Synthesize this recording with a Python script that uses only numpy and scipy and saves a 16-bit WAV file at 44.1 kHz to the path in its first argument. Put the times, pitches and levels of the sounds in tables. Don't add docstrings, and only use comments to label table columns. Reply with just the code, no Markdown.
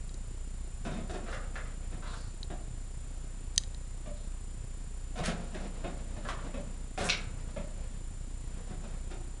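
import sys
import numpy as np
from scipy import signal
from scipy.fft import rfft, irfft, next_fast_len
from scipy.io import wavfile
from scipy.ndimage import map_coordinates

SR = 44100
rng = np.random.default_rng(int(sys.argv[2]) if len(sys.argv) > 2 else 0)


def transcribe(signal):
    frames = np.atleast_2d(signal).T
    limited = np.clip(frames, -1, 1)
    pcm = np.round(limited * 32767).astype(np.int16)
    wavfile.write(sys.argv[1], SR, pcm)


N = 414540
SPAN = 32768
HZ = np.fft.rfftfreq(SPAN, 1 / SR)
TIME = np.arange(N) / SR

# [f/Hz, level/dB per Hz]
ROOM_NOISE = [(15, 29), (45, 28), (100, 26), (200, 12), (400, 8), (800, 3.5), (1600, 1), (3200, -2),
              (6000, -4.5), (8000, 0.5), (11000, -7)]
# [f/Hz, t/s]
ROOM_DECAY = [(150, 1), (400, 0.6), (1200, 0.54), (2800, 0.38), (6000, 0.32), (10000, 0.24)]
# [f/Hz, level/dB per Hz]
FLUTTER_NOISE = [(15, -11.5), (60, 2.5), (130, -5.5), (250, -12.5), (500, -22), (1200, -32.5), (5000, -69)]
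FIZZ_NOISE = [(3000, -35), (6500, -17), (7500, -6.5), (8100, 0.5), (8550, -10), (9000, 0), (9600, -7.5),
              (10700, -5.5)]
# [f/Hz, level/dB]
WHINE_TONES = [(7140, -62.5), (7854, -94), (7881, -91), (9001, -83)]
# [t/s, level/dB, brightness/dB per octave, emphasis of the 4 kHz ring/dB]
CASE_CLICKS = [(0.093, -63.5, 1, 7), (0.1425, -60.5, 16, 8), (2.43, -49.5, 1, 22), (3.561, -54.5, 18, 2),
               (3.5789, -28, 8.5, -30), (3.5796, -36.5, 12.5, -30), (3.636, -56, 2, -18),
               (3.746, -59, 2, 10)]
# [f/Hz, width/Hz, relative level/dB]
CASE_MODES = [(1830, 106, 9.5), (3160, 240, 5.5), (3850, 115, 10), (4330, 180, 3), (4930, 140, 4.5),
              (6130, 170, 3), (6730, 180, 0.5), (8160, 300, -8), (9530, 280, -13)]

# [start t/s, length t/s, level/dB]
BRUSHING_BOUTS = [(0.9, 1.1, -57.5), (3.104, 0.09, -60.5), (5.356, 0.626, -51), (6.17, 0.45, -52.5),
                  (7.245, 0.61, -55.5), (8.56, 0.35, -54.5)]
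BOUT_RISE_DB_PER_S, BOUT_FALL_DB_PER_S = 86, 46
# [f/Hz, level/dB per Hz]
BRUSHING_NOISE = [(70, -33), (150, 3), (230, 5), (360, -16), (480, -1.5), (720, -8), (1100, -12.5),
                  (3000, -19), (6000, -25.5), (11000, -44)]

# [t/s, level/dB, pitch f/Hz]
ROD_RUBS = [(2.05, -53, 3870), (2.167, -57, 4540), (4.15, -63, 3850)]
RUB_WIDTH_HZ, RUB_S = 650, 0.12
# [t/s, level/dB, centre f/Hz, width/Hz, length t/s]
CLAW_SCRAPES = [(5.232, -42.5, 2920, 2960, 0.05), (5.257, -42, 4600, 5000, 0.0091),
                (6.287, -52, 4000, 4500, 0.024), (6.988, -47, 4500, 4500, 0.049),
                (7.041, -42, 7500, 2800, 0.042)]
CLAW_DB = -14
RASP_HZ, RASP_WIDTH_HZ = 4300, 3600

# [t/s, level/dB]
NECK_CLACKS = [(7.0893, -35.5), (7.097, -34.5), (7.101, -31), (7.125, -45)]
# [f/Hz, width/Hz, relative level/dB]
NECK_MODES = [(1560, 190, -10), (2160, 160, -1.5), (2560, 310, -1), (2900, 230, -2), (3600, 890, -9),
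              (3820, 220, -2), (4270, 1200, -12.5), (5730, 370, -7), (6660, 900, -17.5)]
# [landing t/s, landing level/dB, time on the way t/s, slide level/dB, wall pitch f/Hz]
TREAT_TUMBLES = [(1.328, -41.5, 0.064, -43.5, 1380), (1.557, -42, 0.012, -59, 1520),
                 (2.134, -48, 0.11, -45.5, 1220), (5.256, -45, 0.018, -42.5, 1570),
                 (6.288, -38, 0.037, -45, 1340), (7.094, -43, 0.047, -39.5, 1360)]
SLIDE_SHARE, LANDING_S = 0.64, 0.01
SETTLE_AFTER_S, SETTLE_DB, SETTLE_S = 0.1, -14, 0.013
TREAT_HOLLOW_DB, TREAT_RASP_DB = -1, -11.5

# [t/s, bottle level/dB, weight: frame thump over the bottle/dB]
BOTTLE_PUSHES = [(0.851, -42, 4), (0.915, -46.5, 7), (0.961, -52, 9), (1.096, -43, -13.5),
                 (1.135, -44.5, 1.5), (1.915, -53.5, 5), (5.157, -45.5, -2.5), (5.177, -39.5, 2.5),
                 (5.272, -37.5, 1.5), (5.545, -44.5, -0.5), (5.6, -51, 0), (6.977, -36, -4.5),
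                 (7.009, -36, -3.5), (8.7, -54.5, 8.5), (8.835, -53, 0), (9.104, -48.5, 0)]
PUSH_CONTACT_S, PUSH_HOLLOW_DB = 0.022, -0.5
# [t/s, bottle level/dB, weight: frame thump over the bottle/dB]
FREE_SWINGS = [(2.502, -46, 1), (4.059, -47.5, -1.5), (5.841, -40, -1), (6.164, -52.5, 3),
               (6.443, -51.5, 5.5), (6.541, -42.5, 1.5), (7.563, -40.5, -3)]
SWING_CONTACT_S, SWING_HOLLOW_DB = 0.011, 8.5
BRIGHT_DB, DULL_PER_DB, LONGER_PER_DB = -1.4, 0.04, 0.07
# [f/Hz, width/Hz, relative level/dB]
BOTTLE_MODES = [(333, 64, -4.5), (594, 222, -7), (698, 100, -1.5), (990, 320, -14.5), (1230, 370, -11.5),
                (1790, 190, -16), (2125, 74, -14), (2540, 200, -16.5), (3660, 320, -18)]
HOLLOW_MODE = [(587, 40, -3)]
# [f/Hz, relative level/dB]
WALL_RING = [(100, 8.5), (300, -33), (700, -31), (1500, -3), (3000, -5), (5000, -20), (11000, -29)]
# [f/Hz, relative level/dB]
FRAME_THUMP = [(50, -40.5), (110, -11), (170, 2), (240, -1.5), (400, -11.5), (800, -24.5), (3000, -31.5),
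               (11000, -56)]


def amp(db):
    return 10 ** (np.asarray(db) / 20)


def unit(x):
    return x / np.sqrt(np.mean(x ** 2) + 1e-20)


def along(points, hz):
    f, v = np.transpose(points)
    return np.interp(np.log(hz + 1), np.log(f), v)


def filtered(x, response):
    m = next_fast_len(N + SPAN)
    hz = np.fft.rfftfreq(m, 1 / SR)
    return irfft(rfft(x, m) * response(hz), m)[:N]


def noise(spectrum):
    return unit(filtered(rng.standard_normal(N), lambda hz: amp(along(spectrum, hz))))


def causal(gain):
    cepstrum = irfft(np.log(np.maximum(gain, 1e-6)))
    fold = np.r_[1, np.full(SPAN // 2 - 1, 2), np.zeros(SPAN // 2)]
    return np.exp(rfft(cepstrum * fold))


def resonances(modes):
    total = 0
    for k, (centre, width, db) in enumerate(modes):
        damping = 1j * HZ * width
        total = total + (-1) ** k * amp(db) * damping / (centre * centre - HZ ** 2 + damping)
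    return total


def tilt(slope_db):
    return causal(amp(slope_db * np.log2(np.maximum(HZ, 500) / 500)))


def contacts(length, rate, rest_db):
    t = np.arange(SPAN) / SR
    happens = rng.random(SPAN) < rate / SR
    touches = happens * rng.standard_normal(SPAN) * amp(rest_db) * np.exp(-(t / length) ** 4)
    touches[0] = 1
    return rfft(touches)


def room(direct_db):
    hz, t, z = signal.stft(rng.standard_normal(SPAN), SR, nperseg=256)
    first_echoes = 1 + 0.43 * np.exp(-(t / 0.06) ** 4)
    decay = amp(-60 * t / along(ROOM_DECAY, hz)[:, None]) * first_echoes
    echoes = signal.istft(z * decay, SR, nperseg=256)[1]
    tail = np.r_[np.zeros(SR // 500), echoes][:SPAN]
    return amp(direct_db) + rfft(tail / np.linalg.norm(tail))


def rasp(centre_hz, width_hz, length):
    slips = contacts(length, rate=2100, rest_db=9)
    return slips * resonances([(centre_hz, width_hz, 0)]) * room(direct_db=0)


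def add(track, s, db, spectrum):
    sound, start = irfft(spectrum), round(s * SR)
    scaled = amp(db) * np.sqrt(SR / 20) * sound / np.linalg.norm(sound)
    track[start:start + SPAN] += scaled[:N - start]


def room_floor():
    return amp(-49.0) * noise(ROOM_NOISE)


def whine():
    return np.sqrt(2) * sum(amp(db) * np.sin(2 * np.pi * hz * TIME) for hz, db in WHINE_TONES)


def electronics():
    phase = TIME * 30 % 1
    switch_on = np.tanh((phase - .18) / 0.061)
    switch_off = np.tanh((phase - .535) / 0.084)
    busy = (switch_on - switch_off) / 2
    throb = unit(filtered(busy, lambda hz: 1j * hz / (6 + 1j * hz)))
    carried = amp(-44) * noise(FLUTTER_NOISE) + amp(-54.0) * noise(FIZZ_NOISE)
    return amp(-39) * throb + busy * carried


def case_clicks():
    out = np.zeros(N)
    case = resonances(CASE_MODES) * causal(HZ ** 2 / (HZ ** 2 + 1800 ** 2))
    for s, db, bright_db, ring_db in CASE_CLICKS:
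        ring = 1.5 + resonances([(4130, 280, ring_db)])
        add(out, s, db, case * ring * tilt(bright_db) * room(direct_db=23.5))
    return out


def soft_brushing():
    power = np.zeros(N)
    for s, length, db in BRUSHING_BOUTS:
        rise_db = BOUT_RISE_DB_PER_S * np.maximum(s - TIME, 0)
        fall_db = BOUT_FALL_DB_PER_S * np.maximum(TIME - s - length, 0)
        power += amp(db - rise_db - fall_db) ** 2
    knots = TIME * 28
    pressure = map_coordinates(rng.standard_normal(int(knots[-1]) + 4), [knots])
    return np.sqrt(power) * amp(2.7 * pressure) * noise(BRUSHING_NOISE)


def rod_rubs():
    out = np.zeros(N)
    for s, db, pitch_hz in ROD_RUBS:
        add(out, s, db, rasp(pitch_hz, RUB_WIDTH_HZ, RUB_S))
    return out


def claw_scrapes():
    out = np.zeros(N)
    for s, db, _ in BOTTLE_PUSHES:
        add(out, s, db + CLAW_DB, rasp(RASP_HZ, RASP_WIDTH_HZ, length=0.026))
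    for s, db, centre_hz, width_hz, length in CLAW_SCRAPES:
        add(out, s, db, rasp(centre_hz, width_hz, length))
    return out


def clacks():
    out = np.zeros(N)
    neck = resonances(NECK_MODES) * causal(1 / np.sqrt(1 + (HZ / 6800) ** 8))
    for s, db in NECK_CLACKS:
        add(out, s, db, contacts(0.0045, rate=1500, rest_db=-7.0) * neck * room(direct_db=-0.5))
    return out


def treats():
    out = np.zeros(N)
    for land_s, land_db, fall_s, slide_db, wall_hz in TREAT_TUMBLES:
        wall = resonances([(0.84 * wall_hz, 330, 0), (1.19 * wall_hz, 480, 0), (3400, 1500, -14)])
        hollow = resonances([(558, 220, TREAT_HOLLOW_DB)])
        body = causal(np.hypot(abs(wall), abs(hollow))) * tilt(-0.34)
        stages = [(land_s - fall_s, slide_db, SLIDE_SHARE * fall_s),
                  (land_s, land_db, LANDING_S),
                  (land_s + SETTLE_AFTER_S, land_db + SETTLE_DB, SETTLE_S)]
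        for s, db, length in stages:
            add(out, s, db, contacts(length, rate=1100, rest_db=-6.5) * body * room(direct_db=-5.5))
        slipping = rasp(RASP_HZ, RASP_WIDTH_HZ, 0.8 * fall_s)
        add(out, land_s - 0.25 * fall_s, slide_db + TREAT_RASP_DB, slipping)
    return out


def knocks(rows, contact_s, hollow_db):
    out = np.zeros(N)
    wall_power = abs(resonances(BOTTLE_MODES)) ** 2 + amp(2 * (along(WALL_RING, HZ) - 22.0))
    hollow = amp(hollow_db) * abs(resonances(HOLLOW_MODE))
    bottle = causal(np.sqrt(wall_power + hollow ** 2))
    frame = causal(amp(along(FRAME_THUMP, HZ)))
    for s, db, weight_db in rows:
        length = contact_s * np.exp(LONGER_PER_DB * weight_db)
        blow = contacts(length, rate=1100, rest_db=0.5) * room(direct_db=-5.5)
        add(out, s, db, blow * bottle * tilt(BRIGHT_DB - DULL_PER_DB * weight_db))
        add(out, s, db + weight_db, blow * frame)
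    return out


def scene():
    background = room_floor() + whine() + electronics() + case_clicks()
    rubbing_and_treats = soft_brushing() + rod_rubs() + claw_scrapes() + clacks() + treats()
    pushed = knocks(BOTTLE_PUSHES, PUSH_CONTACT_S, PUSH_HOLLOW_DB)
    swinging = knocks(FREE_SWINGS, SWING_CONTACT_S, SWING_HOLLOW_DB)
    return (background + rubbing_and_treats + pushed + swinging)[None]


def record(dry):
    def band_limit(hz):
        return (hz < 11700) / np.sqrt(1 + (hz / 10750) ** 120)
    return filtered(dry[0], band_limit)[None]


dry = scene()
out = record(dry)
transcribe(out)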